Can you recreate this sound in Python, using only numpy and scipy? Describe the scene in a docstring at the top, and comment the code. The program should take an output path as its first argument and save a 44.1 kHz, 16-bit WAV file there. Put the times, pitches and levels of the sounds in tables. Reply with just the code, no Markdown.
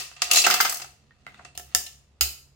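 """A live room, with a toy gumball machine close to the microphones: a hand turns its metal crank.
The ratchet snaps and grinds, gumballs knock about, the fingers take a new grip, and the crank clacks on to its stop.
Contacts are bursts of micro-impacts ringing metal, plate or handle; friction is a stream of tiny slips.
Some contacts ping as decaying tones, the stand booms, and the housing rumbles as band-passed noise.
The room answers with a decaying noise tail, over a low hum and soft air noise."""
import sys
import numpy as np
from scipy import signal
from scipy.fft import rfft, irfft
from scipy.io import wavfile

SR = 44100
rng = np.random.default_rng(int(sys.argv[2]) if len(sys.argv) > 2 else 0)


def bounce(signal):
    """Save signal as a 16-bit WAV file at the path given by the first command-line argument."""
    frames = np.transpose(np.atleast_2d(signal))
    limited = np.clip(frames, -1, 1)
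    pcm = np.round(limited * 32767).astype(np.int16)
    wavfile.write(sys.argv[1], SR, pcm)


N = 112454
PRE = SR // 10  # run-in of 0.1 s, cut off at the end, so that sound is already under way at time 0
M = N + PRE
TIME = (np.arange(M) - PRE) / SR  # seconds

# Resonances of the ratchet and housing: centre_hz, width_hz, lift_db
CRANK_MODES = [(384, 15, 9), (531, 26, 5.5), (713, 45, 20), (1231, 110, 7), (1888, 90, 2.5),
               (2658, 100, 7.5), (4227, 64, 0.5), (4705, 63, 7.5), (5635, 240, 3), (6280, 34, 11.5),
               (6720, 55, 8), (7464, 52, -2), (10960, 37, 12.5)]
# Room: centre_hz, t60_s, tail_level_db, left-right likeness of the direct sound (no unit)
ROOM = [(350, 0.53, -6.5, 0.71), (760, 0.4, -6.5, 0.83), (1460, 0.41, -10, 0.38), (2970, 0.37, -3.5, .1),
        (5940, 0.43, -8, 0.024), (10400, 0.36, -4, 0.035), (15000, 0.3, -1, 0.037)]
# Stereo width of the room's tail and its air noise: centre_hz, left-right likeness (no unit)
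TAIL_LIKENESS = [(200, 0.76), (700, 0.64), (1500, .1), (4000, 0.02)]


def from_db(db):
    """Decibels to gain."""
    return 10 ** (np.asarray(db) / 20)


def rms_one(x):
    """Scale to rms 1."""
    return x / np.sqrt(np.mean(x ** 2) + 1e-24)


def level_over_time(points):
    """Gain along the whole scene, from (s, dB) points joined by straight lines in decibels."""
    return from_db(np.interp(TIME, *np.transpose(points)))


def at_hz(points, hz, axis=1):
    """Read a column of a table on a log-frequency axis."""
    p = np.array(points)
    return np.interp(np.log(hz + 1), np.log(p[:, 0]), p[:, axis])


def band(x, low_hz, high_hz):
    """Causal band-pass."""
    return signal.sosfilt(signal.butter(2, [low_hz, high_hz], "band", fs=SR, output="sos"), x)


def widen(pair, likeness):
    """Two unrelated signals become left and right of a given likeness."""
    c = np.clip(likeness, -.99, .99)
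    middle = np.sqrt(1 + c) * pair[0]
    side = np.sqrt(1 - c) * pair[1]
    return (middle + side * np.array([[1], [-1]])) / np.sqrt(2)


def body(x, modes):
    """Each resonance rings on top of the dense response of the body."""
    out = x.copy()
    for hz, width_hz, lift_db in modes:
        r = np.exp(-np.pi * width_hz / SR)  # pole radius: the wider the resonance, the sooner it dies
        numerator = [(1 - r * r) / 2, 0, (r * r - 1) / 2]
        denominator = [1, -2 * r * np.cos(2 * np.pi * hz / SR), r * r]
        out += from_db(lift_db) * signal.lfilter(numerator, denominator, x + 1e-18)
    return out


def chatter(length_s, decay_s):
    """A first touch and a few milliseconds of micro-impacts with a fairly even spectrum, as two unrelated signals."""
    attack_s = .0008
    first_touch = .22  # strength of the first touch against the chatter that follows
    t = np.arange(SR // 8) / SR
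    shape = np.minimum(t / attack_s, 1) * np.exp(-np.maximum(t - length_s, 0) / decay_s)
    impacts = rng.standard_normal((2, len(t))) * shape
    impacts[0, np.argmax(shape)] += first_touch * np.sqrt(np.sum(shape ** 2))
    spectrum = rfft(impacts)
    even = irfft(spectrum / (abs(spectrum) + 1e-12), len(t))
    return even * np.sqrt(shape)


def voiced(x, levels_db, size):
    """Give each band its level, taken over the first size samples, and its stereo width."""
    # Edges of the bands in which every contact has a strength: edge_hz
    band_edges = [175, 1000, 2200, 4400, 8500, 17000]
    out = 0
    for low, high, db in zip(band_edges, band_edges[1:], levels_db):
        filtered = signal.sosfilt(signal.butter(3, [low, high], "band", fs=SR, output="sos"), x)
        part = widen(filtered, at_hz(ROOM, np.sqrt(low * high), axis=3))
        out = out + part * from_db(db) / np.sqrt(np.mean(part[:, :size] ** 2))
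    return out


def contacts(rows, modes, decay_s, room_db, own_width_hz=54, own_lift_db=17.5):
    """Each contact chatters and rings the body, with one ring of its own: (direct sound, sound sent into the room)."""
    room_colour = 0.58  # share of the resonances' lift in dB that is left in the sound sent all round the room
    out = np.zeros((2, 2, M + SR))
    for s, length_s, own_hz, *levels_db in rows:
        force = chatter(length_s, decay_s)
        start = PRE + int(s * SR)
        all_modes = [*modes, (own_hz, own_width_hz, own_lift_db)]
        for way, colour in enumerate((1, room_colour)):
            rings = [(hz, width_hz, colour * db) for hz, width_hz, db in all_modes]
            # band levels hold over the first 8 ms
            out[way, :, start:start + force.shape[1]] += voiced(body(force, rings), levels_db, size=SR // 125)
    return np.array([out[0, :, :M], from_db(room_db) * out[1, :, :M]])


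def background():
    """A low hum of sines wavering in strength and phase, and soft room noise shaped in frequency."""
    # Colour of the air noise, ahead of its overall level: centre_hz, relative_level_db
    air_colour = [(25, -12.5), (70, 4), (105, -2), (140, -8.5), (250, -25.5), (450, -15.5), (750, -19),
                  (1500, -25), (4000, -28), (8000, -36), (16000, -53)]
    # Hum lines, rms ahead of the waver: pitch_hz, level_db
    hum_lines = [(68, -66), (135, -66), (204, -79)]
    air_db = -64
    waver_depth = 0.41  # as a share of the strength, and in radians of phase
    hz = np.arange(M // 2 + 1) * SR / M
    noise = widen(rfft(rng.standard_normal((2, M))), at_hz(TAIL_LIKENESS, hz))
    air = irfft(noise * from_db(at_hz(air_colour, hz)), M)
    hum = 0
    for line_hz, db in hum_lines:
        waver = waver_depth * signal.resample(rng.standard_normal((2, 36)), M, axis=1)  # slow random curves
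        tone = np.sin(2 * np.pi * line_hz * TIME + waver[1])
        hum = hum + from_db(db) * np.sqrt(2) * (1 + waver[0]) * tone
    return from_db(air_db) * rms_one(air) + hum


def stand():
    """Hard clacks set the stand booming at one low pitch."""
    # Shakes of the stand, level ahead of the soft rise: start_s, level_db
    thumps = [(0.221, -54), (0.467, -53), (1.576, -46), (1.751, -39), (2.213, -25.5)]
    pitch_hz, t60_s, rise_s = 71, 0.27, .008
    out = 0
    for s, db in thumps:
        t = np.maximum(TIME - s, 0)
        envelope = from_db(db - 60 * t / t60_s) * (1 - np.exp(-t / rise_s))
        out = out + envelope * np.sin(2 * np.pi * pitch_hz * t)
    return out


def hand():
    """The hand rubs and presses on the housing: band-passed noise, nearly alike on both sides, as a dull rumble."""
    # Rumble under the hand: time_s, level_db
    rumble_curve = [(0, -74), (.43, -83), (.475, -50), (.54, -61.5), (.66, -67), (.76, -79), (1.0, -74),
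                    (1.04, -61), (1.12, -67.5), (1.17, -74), (1.26, -65.5), (1.42, -64), (1.52, -72.5),
                    (1.72, -67), (1.77, -59.5), (1.9, -74.5), (2.55, -73.5)]
    rumble = band(widen(rng.standard_normal((2, M)), .93), low_hz=112.7, high_hz=258)
    return rms_one(rumble) * level_over_time(rumble_curve)


def taps():
    """Fingers tap lightly on the handle, whose resonances they damp."""
    # Taps: start_s, contact_length_s, own_ring_hz, then level_db in each band from low to high, ahead of level_db below
    tap_rows = [(0.114, 0.0015, 2736, -56, -49.5, -49.5, -56.5, -68),
                (1.107, 0.0022, 1770, -78, -58, -65.5, -90.5, -87),
                (1.265, 0.0017, 2070, -47.5, -37, -45, -55, -63.5),
                (1.343, 0.0024, 3610, -69.5, -51.5, -52.5, -63, -74),
                (1.392, 0.0063, 1040, -50.5, -45, -62, -66, -85.5),
                (1.406, 0.0044, 740, -52.5, -59, -65, -80.5, -90),
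                (1.55, 0.0064, 4200, -54.5, -69, -49.5, -52.5, -58.5)]
    # Resonances of the handle: centre_hz, width_hz, lift_db
    handle_modes = [(720, 110, 14), (1380, 280, 9.5), (2650, 200, 10)]
    level_db = -1.2
    return from_db(level_db) * contacts(tap_rows, handle_modes, decay_s=0.0013, room_db=1.6,
                                        own_width_hz=110, own_lift_db=14)


def pings():
    """Some snaps and taps also ring with a single decaying tone, reaching each ear in a different phase."""
    # Pings, level ahead of the soft rise: start_s, pitch_hz, level_db, t60_s
    ping_rows = [(.312, 11040, -16, .07), (.439, 2642, -20, 0.11), (.818, 5020, -31, 0.049),
                 (1.108, 1856, -49.5, 0.075), (1.344, 1970, -48, .06)]
    rise_s = 0.0016
    ear_phases = rng.uniform(0, 2, (len(ping_rows), 2, 1))  # radians
    out = 0
    for (s, hz, db, t60_s), phases in zip(ping_rows, ear_phases):
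        t = np.maximum(TIME - s, 0)
        envelope = from_db(db - 60 * t / t60_s) * (1 - np.exp(-t / rise_s))
        out = out + envelope * np.sin(2 * np.pi * hz * t + phases)
    return out


def knocks():
    """Gumballs knock on the turning plate and the globe and make them ring."""
    # Knocks: start_s, contact_length_s, own_ring_hz, then level_db in each band from low to high, ahead of level_db below
    knock_rows = [(0.4645, 0.0047, 6500, -21.5, -13.5, -21.5, -17.5, -24.5),
                  (0.4995, 0.0034, 4700, -38, -18, -38.5, -21.5, -25),
                  (0.508, 0.004, 4910, -50.5, -36, -19, -19.5, -28.5),
                  (0.539, 0.004, 4740, -32, -22.5, -28.5, -18.5, -24),
                  (0.601, 0.0049, 4910, -31, -14.5, -24.5, -22.5, -32),
                  (0.607, 0.0047, 13610, -38, -29.5, -22.5, -16.5, -19),
                  (0.648, 0.0087, 4830, -33.5, -22.5, -27, -24, -32),
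                  (0.661, 0.0058, 5000, -40, -36, -34, -29.5, -42),
                  (0.797, 0.0067, 6360, -50.5, -42.5, -42.5, -40, -60.5),
                  (0.841, 0.0063, 744, -48.5, -42.5, -51, -47.5, -73.5)]
    # Resonances of the plate and globe: centre_hz, width_hz, lift_db
    globe_modes = [(219, 9.2, 12.5), (369, 32, 14.5), (530, 40, 10), (753, 79, 28), (914, 23, 13.5),
                   (1302, 140, 21), (1386, 170, 7.5), (1590, 60, -2), (2070, 23, 16.5), (2938, 260, 6),
                   (4400, 18, -17.5), (5020, 57, 9.5), (6164, 50, 10.5), (14400, 450, 14)]
    level_db = -1.13
    return from_db(level_db) * contacts(knock_rows, globe_modes, decay_s=.004, room_db=-0.1,
                                        own_width_hz=88, own_lift_db=10.5)


def friction():
    """Tiny slips of the turning parts excite the crank's resonances."""
    # Friction of the turning mechanism: time_s, level_db
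    friction_curve = [(0, -103), (.22, -47), (.305, -39), (.33, -28), (.40, -41), (.43, -37.5),
                      (.52, -23.5), (.58, -34.5), (.66, -31), (.75, -46.5), (.9, -71.5), (1.15, -73),
                      (1.42, -60), (1.52, -81), (1.72, -58.5), (1.8, -62), (2.1, -79.5), (2.55, -78.5)]
    # Balance of the bands from low to high, ahead of the curve: level_db
    friction_bands_db = [-10.5, -4.5, -2.5, -6, -27]
    grains_per_s, grain_spread_db = 900, 1
    sizes = from_db(grain_spread_db * np.minimum(rng.exponential(1, M), 4))
    happens = rng.random(M) < grains_per_s / SR
    slips = happens * sizes * rng.standard_normal((2, M))
    grind = voiced(body(slips, CRANK_MODES), friction_bands_db, size=M)
    return grind * level_over_time(friction_curve)


def clacks():
    """The regripped crank takes up its slack and rings its shaft and face plate."""
    # Clacks: start_s, chatter_length_s, own_ring_hz, then level_db in each band from low to high, ahead of level_db below
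    clack_rows = [(1.575, 0.0031, 6370, -50, -47, -39.5, -33, -36.5),
                  (1.596, 0.0012, 725, -48, -47.5, -51, -48, -54.5),
                  (1.748, 0.0019, 4810, -37.5, -27.5, -24.5, -14.5, -21),
                  (1.863, 0.0082, 4080, -64.5, -57.5, -42, -40.5, -48.5)]
    # Resonances of the shaft and face plate: centre_hz, width_hz, lift_db
    shaft_modes = [(378, 45, 14), (540, 48, 8.5), (716, 27, 21.5), (1338, 30, 19.5), (1765, 76, 17),
                   (2870, 110, 13.5), (3090, 110, 6), (3660, 110, 11), (5495, 440, 16), (6490, 620, 16),
                   (6910, 100, 11.5), (7200, 90, 11), (8360, 90, 10), (12450, 270, 2)]
    level_db = 1.5
    return from_db(level_db) * contacts(clack_rows, shaft_modes, decay_s=0.00073, room_db=-2)


def stop():
    """The crank meets its stop, which rings."""
    # The blow: start_s, chatter_length_s, own_ring_hz, then level_db in each band from low to high, ahead of level_db below
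    stop_rows = [(2.2087, 0.0028, 6545, -38, -28, -21, -15.5, -19.5)]
    # Resonances of the stop: centre_hz, width_hz, lift_db
    stop_modes = [(374.5, 48, 8), (730, 120, 11), (1345, 100, 21), (2633, 170, 6), (2960, 150, 6.5),
                  (4100, 230, 0.5), (4890, 130, 12), (5010, 140, 8.5), (6940, 140, 15), (7350, 110, 5),
                  (11800, 190, 15), (14320, 400, 8)]
    level_db = -0.67
    return from_db(level_db) * contacts(stop_rows, stop_modes, decay_s=0.0027, room_db=2.36)


def snaps():
    """The ratchet snaps as the crank goes round, and rings with its housing."""
    # Snaps: start_s, chatter_length_s, own_ring_hz, then level_db in each band from low to high, ahead of level_db below
    snap_rows = [(-0.045, 0.0057, 5030, -35.5, -23, -18.5, -16, -26),
                 (0.164, 0.0053, 2676, -72, -52, -43.5, -51, -81),
                 (0.2185, 0.0014, 5050, -37, -26.5, -20, -17.5, -31),
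                 (0.3122, 0.0023, 2773, -40.5, -28, -15, -15, -21.5),
                 (0.332, 0.0066, 6780, -49, -55, -22.5, -16.5, -21),
                 (0.345, 0.004, 3800, -52, -52, -27, -19, -37),
                 (0.3575, 0.005, 4070, -34, -42, -17.5, -16, -23),
                 (0.3688, 0.006, 6880, -37, -26, -18.5, -13, -25),
                 (0.381, 0.0099, 4047, -50, -45, -18.5, -18.5, -27),
                 (0.394, 0.0027, 4000, -51, -46, -39, -22, -34),
                 (0.401, 0.0026, 7470, -51, -53, -38, -19.5, -36),
                 (0.416, 0.0058, 4714, -60, -55, -29, -21.5, -31),
                 (0.439, 0.015, 2700, -38, -31.5, -20.5, -22.5, -36),
                 (0.694, 0.006, 7950, -63, -44, -46, -23.5, -26.5),
                 (0.723, 0.0031, 13060, -72, -33, -46, -33, -29),
                 (0.744, 0.00093, 7920, -63, -54.5, -59, -30.5, -38),
                 (0.758, 0.00059, 8230, -52, -47.5, -49, -35.5, -54),
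                 (0.77, 0.0007, 6290, -63.5, -56, -54, -35.5, -36.5),
                 (0.817, 0.0057, 5030, -48.5, -44, -37.5, -35.5, -55.5),
                 (1.448, 0.003, 2680, -50, -44, -43.5, -45.5, -76)]
    level_db = -0.95
    return from_db(level_db) * contacts(snap_rows, CRANK_MODES, decay_s=0.0064, room_db=-1.08)


def room(x):
    """Quick reflections from nearby things, then a diffuse tail that dies away at its own pace in each band."""
    delay_s, onset_s = 0.0021, 0.0016
    early_db, early_decay_s = -7.5, 0.022
    t = np.arange(SR * 3 // 4) / SR
    late = np.maximum(t - delay_s, 0)
    onset = 1 - np.exp(-late / onset_s)
    early = rms_one(onset * np.exp(-late / early_decay_s))
    edges = np.geomspace(150, 18000, 13)
    response = 0
    for low, high in zip(edges, edges[1:]):
        hz = np.sqrt(low * high)
        tail = rms_one(onset * from_db(-60 * late / at_hz(ROOM, hz)))
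        shape = np.hypot(from_db(at_hz(ROOM, hz, axis=2)) * tail, from_db(early_db) * early)
        noise = widen(rng.standard_normal((2, len(t))), at_hz(TAIL_LIKENESS, hz))
        response = response + band(noise * shape, low, high)
    return signal.fftconvolve(x, response / np.sqrt(len(t)), axes=1)[:, :M]


def scene():
    """The machine in its room."""
    pan_db, low_pan_db = -0.05, -0.9  # gain of the left side; the right gets the opposite
    # friction goes equally to the direct sound and into the room
    direct, sent = taps() + knocks() + friction() + clacks() + stop() + snaps()
    direct = direct + pings()
    lows = (background() + stand() + hand()) * from_db([[low_pan_db], [-low_pan_db]])
    sound = (direct + room(sent)) * from_db([[pan_db], [-pan_db]]) + lows
    return sound[:, PRE:]


def record(dry):
    """Peaks clip at full scale, then a steep low-pass cuts the top."""
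    cutoff_hz = 15900
    low_pass = signal.ellip(10, .2, 75, cutoff_hz, fs=SR, output="sos")
    return signal.sosfilt(low_pass, np.clip(dry, -1, 1))


dry = scene()
out = record(dry)
bounce(out)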